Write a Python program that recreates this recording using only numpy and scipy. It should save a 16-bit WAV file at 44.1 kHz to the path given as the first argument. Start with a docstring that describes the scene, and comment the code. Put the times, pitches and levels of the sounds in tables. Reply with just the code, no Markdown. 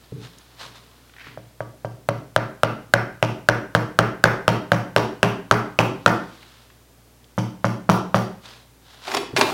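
"""A plastic-faced mallet taps a stitching chisel through leather: a long even run, a pause, four more.
Each impact excites damped modes of the chisel and the wooden workbench. As the prongs sink in, the bench
takes more of the blow and loose steel tools chatter on it; the hardest taps overload the microphone.
Friction makes sleeves rustle and the grip creak; at the end the mallet is set down among the tools.
The workshop reverberates, over steady room air and a low mains hum."""
import sys
import numpy as np
from scipy import signal
from scipy.fft import rfft, irfft, next_fast_len
from scipy.io import wavfile
from scipy.ndimage import uniform_filter1d

SR = 44100
rng = np.random.default_rng(int(sys.argv[2]) if len(sys.argv) > 2 else 0)


def wrap_up_sound(samples):
    """Save the sound to the file named by the first command line argument, as 16-bit audio."""
    columns = np.atleast_2d(samples).T
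    # keep every value between -1 and 1, then stretch to whole-number steps
    tamed = np.clip(columns, -1, 1)
    steps = np.round(tamed * 32767).astype(np.int16)
    wavfile.write(sys.argv[1], SR, steps)


N = 420273

# mallet blows: t/s, force/dB, softness of the contact/dB
TAPS = [(1.3745,-22.5,-0.5), (1.6055,-13.5,-1), (1.8473,-12.5,0.5), (2.0886,-5,0), (2.3627,-2,-0.5),
        (2.6337,-1.5,-.5), (2.938,0,0.5), (3.227,-1.5,2), (3.4878,-.5,.5), (3.7501,-1.24,3), (3.9893,0,3),
        (4.2399,0.94,2.5), (4.4796,.5,2.5), (4.7186,-0.7,3), (4.9629,0.5,0), (5.23,0.17,1),
        (5.512,-0.64,2.5), (5.7893,-0.43,2), (6.0615,1,-1), (7.379,-9.5,7.5), (7.6445,-5,4), (7.892,-2,5.5),
        (8.1445,-2.5,5)]
# relative level of each part: base/dB, then dB per dB of force, per dB of softness, per thickness sunk
KNOCK_LAW = (0.5, 0.94, -0.39, -0.81)
CRACK_LAW = (1.47, 1.75, -0.55, -0.18)
CLICK_LAW = (-1, 2.5, -0.7, -5)
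THUMP_LAW = (-19.5, 0.78, 1.44, 1.2)
CLATTER_LAW = (-25, 1.65, 0.12, 9)
JINGLE_LAW = (-45.5, 1, 0.55, 8.5)


def taps(sink_per_tap=0.077):
    """Impact excitation: each blow sinks the prongs and passes more energy to the bench and tools."""
    out, walls = np.zeros(N), room_tail()
    depth = 0  # in leather thicknesses: beyond 1 the prongs enter the mat below
    laws = np.array([KNOCK_LAW, CRACK_LAW, CLICK_LAW, THUMP_LAW, CLATTER_LAW, JINGLE_LAW])
    for s, force_db, softness_db in TAPS:
        depth += sink_per_tap * amp(force_db)
        levels = laws @ [1, force_db, softness_db, depth]
        knock_db, crack_db, click_db, thump_db, clatter_db, jingle_db = levels
        add(out, s, in_room(chisel(knock_db, crack_db, depth), walls, wet_db=-9))
        add(out, s, overload_click(click_db, depth))
        add(out, s, in_room(bench(thump_db, knock_db, depth), walls, wet_db=-16))
        add(out, s, in_room(chatter(clatter_db, jingle_db), walls, wet_db=-1))
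    return out


# modes of the mallet head on the hand-damped chisel: f/Hz, level/dB, T60/s
CRACK_MODES = [(840, -11.5, 0.0077), (1050, -2.5, 0.0042), (1326, 0, 0.0077), (1543, 1, 0.0098),
               (1903, -12.5, 0.009), (2730, -4, 0.0055), (4380, -3.5, 0.0023), (5280, -17.5, 0.0074)]


def chisel(knock_db, crack_db, depth, contact_s=0.00041):
    """Damped free vibration: a hollow knock and a short crack build up over the contact time."""
    t = ring_time()
    knock_hz = 593 - 36 * depth
    knock = amp(knock_db - 1) * ring([(knock_hz, 0, 0.022)], scatter_db=0)
    pitch = 1 - 0.55 * max(depth - 1, 0)  # the crack drops as the prongs enter the mat
    tilt = max(0.32 * crack_db, -4)  # dB/octave: a harder contact is shorter and brighter
    modes = [(hz * pitch, db + tilt * np.log2(hz / 1300), t60) for hz, db, t60 in CRACK_MODES]
    crack = amp(crack_db + 2) * ring(modes, scatter_db=5)
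    return (crack - knock) * (1 - np.exp(-(t / contact_s) ** 2))


# bright partials of the overload click: f/Hz, level/dB, T60/s
CLICK_PARTIALS = [(3960, -15, 0.0039), (8750, -4.5, 0.00082), (13800, -27, 0.0011)]


def overload_click(click_db, depth, fade_depth=0.095, late_db=-21.5):
    """Overload: a sharp, bright click on the hardest taps, weaker on the later ones."""
    late = np.clip((depth - 1) / fade_depth, 0, 1)
    return amp(click_db + late_db * late + 2.5) * ring(CLICK_PARTIALS, scatter_db=2)


# the bench top yielding under the prongs: f/Hz at zero depth, level/dB, T60/s
PUSH_MODES = [(127, -8, 0.05), (142.4, 4, 0.077)]
# long modes of the bench, the five booming ones first: f/Hz, level/dB, T60/s
BENCH_MODES = [(118, 3, .32), (131, -5, .15), (187, -7, .2), (217, -13, .22), (312, -9, .22),
               (274, -13, .2), (420, -9, .3), (522, -9, .3), (565, -1, .33), (619, -2, .3), (707, -11, .3),
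               (952, -9, .33), (1141, -10, .3), (1160, -11, .33), (1239, -14, .3), (1374, -14, .3),
               (1579, -13, .3)]


def bench(thump_db, knock_db, depth, low_cut_hz=110, boom_limit_db=-17):
    """Plate vibration: the top yields, more stiffly as the prongs sink, and rings in its long modes."""
    pitch = 1 + 0.2 * depth
    stiffened = [(hz * pitch, db, t60) for hz, db, t60 in PUSH_MODES]
    push = amp(thump_db + 3.5) * ring(stiffened, scatter_db=2)
    boom_db = min(thump_db, boom_limit_db)  # leaning on the bench damps a bigger boom
    boom = amp(boom_db - 0.5) * ring(BENCH_MODES[:5], scatter_db=0.5)
    wood = amp(knock_db - 26) * ring(BENCH_MODES[5:], scatter_db=4)
    top = -(push + boom + wood) * (1 - np.exp(-ring_time() / 0.005))
    radiation = signal.butter(2, low_cut_hz, 'high', fs=SR, output='sos')
    return signal.sosfilt(radiation, top)  # an open plank radiates no deep bass


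# tool bodies knocking on the wood: f/Hz, spectral level/dB
CLATTER_SPECTRUM = [(120, -30), (200, -13), (300, -5), (420, -2), (560, 0), (900, 0), (1300, -6),
                    (2000, -14), (3000, -19), (4800, -26), (7200, -38), (16000, -56)]
# resonances of the loose steel tools: f/Hz, bandwidth/Hz, level/dB
STEEL_RESONANCES = [(3140, 190, 13.5), (3800, 200, -13.5), (4720, 280, 7.5), (5630, 690, 9),
                    (5500, 120, -17.5), (6040, 160, -8.5), (7500, 37, -6), (8516, 30, -37), (9200, 500, -2),
                    (11300, 43, -25.5), (11000, 200, -11.5), (12430, 60, -21), (12600, 300, -21.5),
                    (13680, 310, -27)]


def chatter(clatter_db, jingle_db, delay_s=0.0049):
    """Contact rattle: loose tools jump with the bench and settle in a dense, uneven run of impacts."""
    t = ring_time()
    contacts = unit(amp(4 * flutter(len(t), span=130)))
    contacts *= 1 - np.exp(-(t / delay_s) ** 4)
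    clatter = noise(CLATTER_SPECTRUM, len(t)) * contacts * fade(t, t60=0.13)
    tilt = 0.582 * min(jingle_db + 30, 0)  # dB/octave: tools that barely lift off land softly
    steel = lambda hz: resonances(STEEL_RESONANCES)(hz) * amp(tilt * np.log2(np.maximum(hz / 5000, 1)))
    strikes = rng.standard_normal(len(t)) * contacts * fade(t, t60=0.14)
    return amp(clatter_db + 5) * clatter + amp(jingle_db + 8.5) * filtered(strikes, steel)


# slides and squeaks of the mallet on the bench: peak t/s, level/dB, rise/s, fall/s
DRAGS = [(9.09, -29, .015, 0.061), (9.15, -19.5, .018, 0.015), (9.382, -17, .008, .04),
         (9.5, -24, 0.1, 0.068)]
SQUEAKS = [(9.119, -36.5, 0.0037, .005), (9.149, -25.5, .005, .006)]
# resonances that each excites: f/Hz, bandwidth/Hz, level/dB
DRAG_RESONANCES = [(345.3, 120, -3.5), (400, 66, 22.5), (770, 290, 21), (1076, 120, 12.5),
                   (1690, 250, -8.5), (2470, 170, 4), (3560, 170, -18), (4670, 250, -48), (5270, 350, -21),
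                   (7200, 500, -39)]
SQUEAK_RESONANCES = [(5350, 300, 1), (7100, 400, -5), (9200, 350, -8)]


def mallet_slide(judder_db=4):
    """Sliding friction: the mallet drags and squeaks, driving resonances with noise."""
    slips = amp(judder_db * flutter(N, span=100)) * rng.standard_normal(N)
    scrape = unit(filtered(slips, resonances(DRAG_RESONANCES)))
    squeak = unit(filtered(rng.standard_normal(N), lambda hz: resonances(SQUEAK_RESONANCES)(hz) ** 2))
    return amp(-4) * swells(DRAGS) * scrape + swells(SQUEAKS) * squeak


# contacts of the mallet as it is set down: t/s, level/dB, T60/s
LANDINGS = [(9.078, -32, .06), (9.116, -26, .03), (9.138, -25, .03), (9.147, -22, .025), (9.168, -19, .04),
            (9.364, -14, .03), (9.371, -17, .03), (9.411, -12, .035), (9.429, -23, .02)]
# its wooden clack: f/Hz, spectral level/dB
CLACK_SPECTRUM = [(100, -43), (200, -14.5), (400, -10.5), (800, 1.5), (1250, -5.5), (2300, -6.5),
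                  (3000, -10.5), (5200, -12.5), (6400, -20), (11000, -31.5), (16000, -59.5)]
# modes of the tools it hits: f/Hz, level/dB, T60/s
TOOL_MODES = [(958, -8, .25), (1240, -9, .12), (1700, -5, .15), (2110, -3, .15), (2410, -2, .18),
              (2650, -5, .18), (3365, -4, .22), (3680, -6, .22), (3935, -7, .25), (4468, -6, .16),
              (5012, -11, .18), (5480, -10, .1), (6616, -15, .14), (7806, -19, .22), (10050, -18, .17)]


def mallet_down(rise_s=0.00073):
    """Broadband impacts: head and handle clack down and set the neighbouring tools ringing."""
    out, t = np.zeros(N), ring_time()
    for s, db, t60 in LANDINGS:
        clack = amp(db + 7.5) * noise(CLACK_SPECTRUM, len(t)) * fade(t, t60)
        tools = amp(db - 12) * ring(TOOL_MODES, scatter_db=2)
        add(out, s, (clack + tools) * (1 - np.exp(-t / rise_s)))
    return out


# soft bumps on the bench: t/s, level/dB, cutoff f/Hz
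BUMPS = [(0.122, -15, 430), (0.136, -31, 403), (0.166, -37, 300), (.636, -34, 600), (1.266, -29, 910),
         (9.333, -13.5, 386)]
# modes of the bench under a bump: f/Hz, level/dB, T60/s
THUD_MODES = [(127, -13, 0.11), (169, -5, 0.043), (277, -6, 0.048), (421, 2, 0.023), (680, -15, .02),
              (1000, -21, 0.013)]


def bumps(rise_s=0.0044):
    """Low-pass excitation: a soft contact drives mainly the bench modes below its cutoff."""
    out, t = np.zeros(N), ring_time()
    for s, db, cutoff_hz in BUMPS:
        modes = [(hz, level - 10 * np.log10(1 + (hz / cutoff_hz) ** 4), t60)
                 for hz, level, t60 in THUD_MODES]
        add(out, s, amp(db) * ring(modes, scatter_db=1.5) * (1 - np.exp(-t / rise_s)))
    return out


def creak(start_s=1.095, first_gap_s=0.042, gap_ratio=0.67, count=9):
    """Stick-slip: the tightening grip slips ever faster and higher. Gives rows of t/s, level/dB, f/Hz."""
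    k = np.arange(count)
    gaps = first_gap_s * gap_ratio ** k
    level_db = -43 + 4 * np.sin(np.pi * k / (count - 1))
    pitch_hz = 1750 + 55.5 * k
    return list(zip(start_s + np.cumsum(gaps) - gaps, level_db, pitch_hz))


# small ticks of handling: t/s, level/dB, f/Hz
TICKS = [(.384, -42, 6060), (1.269, -36, 1800), (6.429, -39.5, 1970), (6.702, -44.5, 1750),
         (7.243, -47.5, 3500)]


def ticks_and_creak():
    """Friction transients: each tick or slip of the grip is a decaying burst of band noise."""
    out, t = np.zeros(N), ring_time()
    for s, db, hz in TICKS + creak():
        slip = noise([(hz / 5, -25), (hz, 0), (2 * hz, -12), (4 * hz, -35)], len(t))
        add(out, s, amp(db) * slip * fade(t, t60=0.025))
    return out


# strokes of the sleeve, and the palm turning on the handle: peak t/s, level/dB, rise/s, fall/s
SLEEVE_STROKES = [(.25, -46, .03, .025), (.45, -59, 0.96, 1), (.618, -40.5, .025, 0.055),
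                  (.76, -50.5, .015, 0.032), (6.42, -54, 0.53, .27), (8.47, -46.5, 0.042, .12),
                  (8.93, -52, 0.082, 0.073), (9.08, -40, 0.054, 0.085)]
PALM_TURNS = [(1.27, -39.5, 0.087, .08)]
# rubbing cloth and skin: f/Hz, spectral level/dB
CLOTH_SPECTRUM = [(120, -50.5), (200, -16), (380, -13), (590, -7.5), (1370, -5.5), (2290, -10.5),
                  (3560, -6.5), (3900, -6.5), (16000, -36.5)]
PALM_SPECTRUM = [(500, -13), (1200, -0.5), (1900, 3.5), (3000, -2.5), (5000, -10), (9000, -28)]


def rustle():
    """Friction noise: sleeve and palm rub in swells, grainy as the surfaces catch and let go."""
    grain_db = 2 * flutter(N, span=200)
    sleeve = swells(SLEEVE_STROKES) * amp(grain_db + 1.5) * noise(CLOTH_SPECTRUM, N)
    palm = swells(PALM_TURNS) * amp(grain_db - 6.5) * noise(PALM_SPECTRUM, N)
    return sleeve + palm


# reverberation time of the workshop: f/Hz, T60/s
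ROOM_T60 = [(100, 0.55), (500, 0.37), (1500, 0.43), (4000, 0.42), (8000, 0.32), (15000, 0.08)]
# colour of its echo: f/Hz, level/dB
ROOM_COLOUR = [(60, -16), (130, 9), (300, 7), (600, -8), (1000, -4.5), (1500, -7), (3000, -6.5), (7000, -8),
               (15000, -0.5)]


def room_tail(gap_s=0.002, build_s=0.014, hold_s=0.059):
    """Reverberation of energy 1: near walls hold it level for a moment, then each band dies away."""
    hz, t, bands = signal.stft(rng.standard_normal(SR * 3 // 4), SR, nperseg=256)
    decay = fade(np.maximum(t - hold_s, 0), along(ROOM_T60, hz)[:, None])
    colour = amp(along(ROOM_COLOUR, hz))[:, None]
    tail = signal.istft(bands * decay * colour, SR, nperseg=256)[1]
    tail *= np.clip((np.arange(len(tail)) / SR - gap_s) / build_s, 0, 1)
    return tail / np.linalg.norm(tail)


def in_room(x, tail, wet_db):
    """Convolution: the direct sound plus its echo."""
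    out = amp(wet_db) * signal.fftconvolve(x, tail)
    out[:len(x)] += x
    return out


# workshop air: f/Hz, spectral level/dB
AIR_SPECTRUM = [(12, -89), (20, -30), (43, -25), (65, -49), (88, -11.5), (123, -9), (204, -15), (262, -8.5),
                (293, -14.5), (446, -15.5), (485, -17), (1910, -26), (16000, -32.5)]
# mains harmonics: f/Hz, rms level/dB
HUM_PARTIALS = [(59.5, -59), (119, -61)]


def background(air_db=-55):
    """Stationary sound: the continuous spectrum of room air and the line spectrum of mains hum."""
    t = np.arange(N) / SR
    hum = sum(amp(db) * np.sqrt(2) * np.sin(2 * np.pi * (hz * t + rng.random()))
              for hz, db in HUM_PARTIALS)
    return amp(air_db) * noise(AIR_SPECTRUM, N) + hum


def amp(db):
    """Decibels to gain."""
    return 10 ** (np.asarray(db) / 20)


def unit(x):
    """Normalisation to rms 1."""
    return x / np.sqrt(np.mean(x ** 2) + 1e-20)


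def along(points, hz):
    """Interpolation of (f/Hz, value) points on a log frequency axis."""
    f, v = np.transpose(points)
    return np.interp(np.log(hz + 1), np.log(f + 1), v)


def filtered(x, response):
    """Linear filtering: the spectrum of x times a frequency response."""
    n = x.shape[-1]
    padded = next_fast_len(n + SR // 4)
    hz = np.fft.rfftfreq(padded, 1 / SR)
    return irfft(rfft(x, padded) * response(hz), padded)[..., :n]


def noise(spectrum, size):
    """Spectral shaping: coloured noise of rms 1."""
    return unit(filtered(rng.standard_normal(size), lambda hz: amp(along(spectrum, hz))))


def flutter(size, span):
    """Random modulation of rms 1: noise averaged over span samples."""
    return unit(uniform_filter1d(rng.standard_normal(size), size=span))


def ring_time():
    """Time axis of one blow, t/s."""
    return np.arange(SR // 2) / SR


def fade(t, t60):
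    """Exponential decay, 60 dB in t60."""
    return np.exp(-np.log(1000) * t / t60)


def ring(modes, scatter_db):
    """Sum of damped sines (f/Hz, level/dB, T60/s) at randomly scattered strengths."""
    t = ring_time()
    return sum(amp(db + scatter_db * rng.standard_normal()) * np.sin(2 * np.pi * hz * t) * fade(t, t60)
               for hz, db, t60 in modes)


def resonances(modes):
    """Frequency response of parallel resonators (f/Hz, bandwidth/Hz, level/dB)."""
    return lambda f: sum(amp(db) * 1j * f * width / (hz * hz - f * f + 1j * f * width)
                         for hz, width, db in modes)


def swells(rows):
    """Gaussian envelopes of strokes (peak t/s, level/dB, rise/s, fall/s)."""
    t = np.arange(N) / SR
    return sum(amp(db) * np.exp(-((t - s) / np.where(t < s, rise, fall)) ** 2)
               for s, db, rise, fall in rows)


def add(track, s, sound):
    """Superposition: mix a sound into the track at time s."""
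    start = max(round(s * SR), 0)
    track[start:start + len(sound)] += sound[:N - start]


def scene():
    """Superposition of all sources at one microphone, which feeds both channels."""
    mono = taps()
    mono += in_room(mallet_slide() + mallet_down(), room_tail(), wet_db=-5)[:N]
    mono += in_room(bumps() + ticks_and_creak() + rustle(), room_tail(), wet_db=-5)[:N]
    mono += background()
    return np.array([mono, mono])


def record(dry, hiss_db=-71, top_hz=16000):
    """Saturation: the input clips at full scale; each channel gains faint hiss and is band-limited."""
    clipped = np.clip(dry, -1, 1)
    hiss = amp(hiss_db) * rng.standard_normal(dry.shape)
    return filtered(clipped + hiss, lambda hz: hz < top_hz)


dry = scene()
out = record(dry)
wrap_up_sound(out)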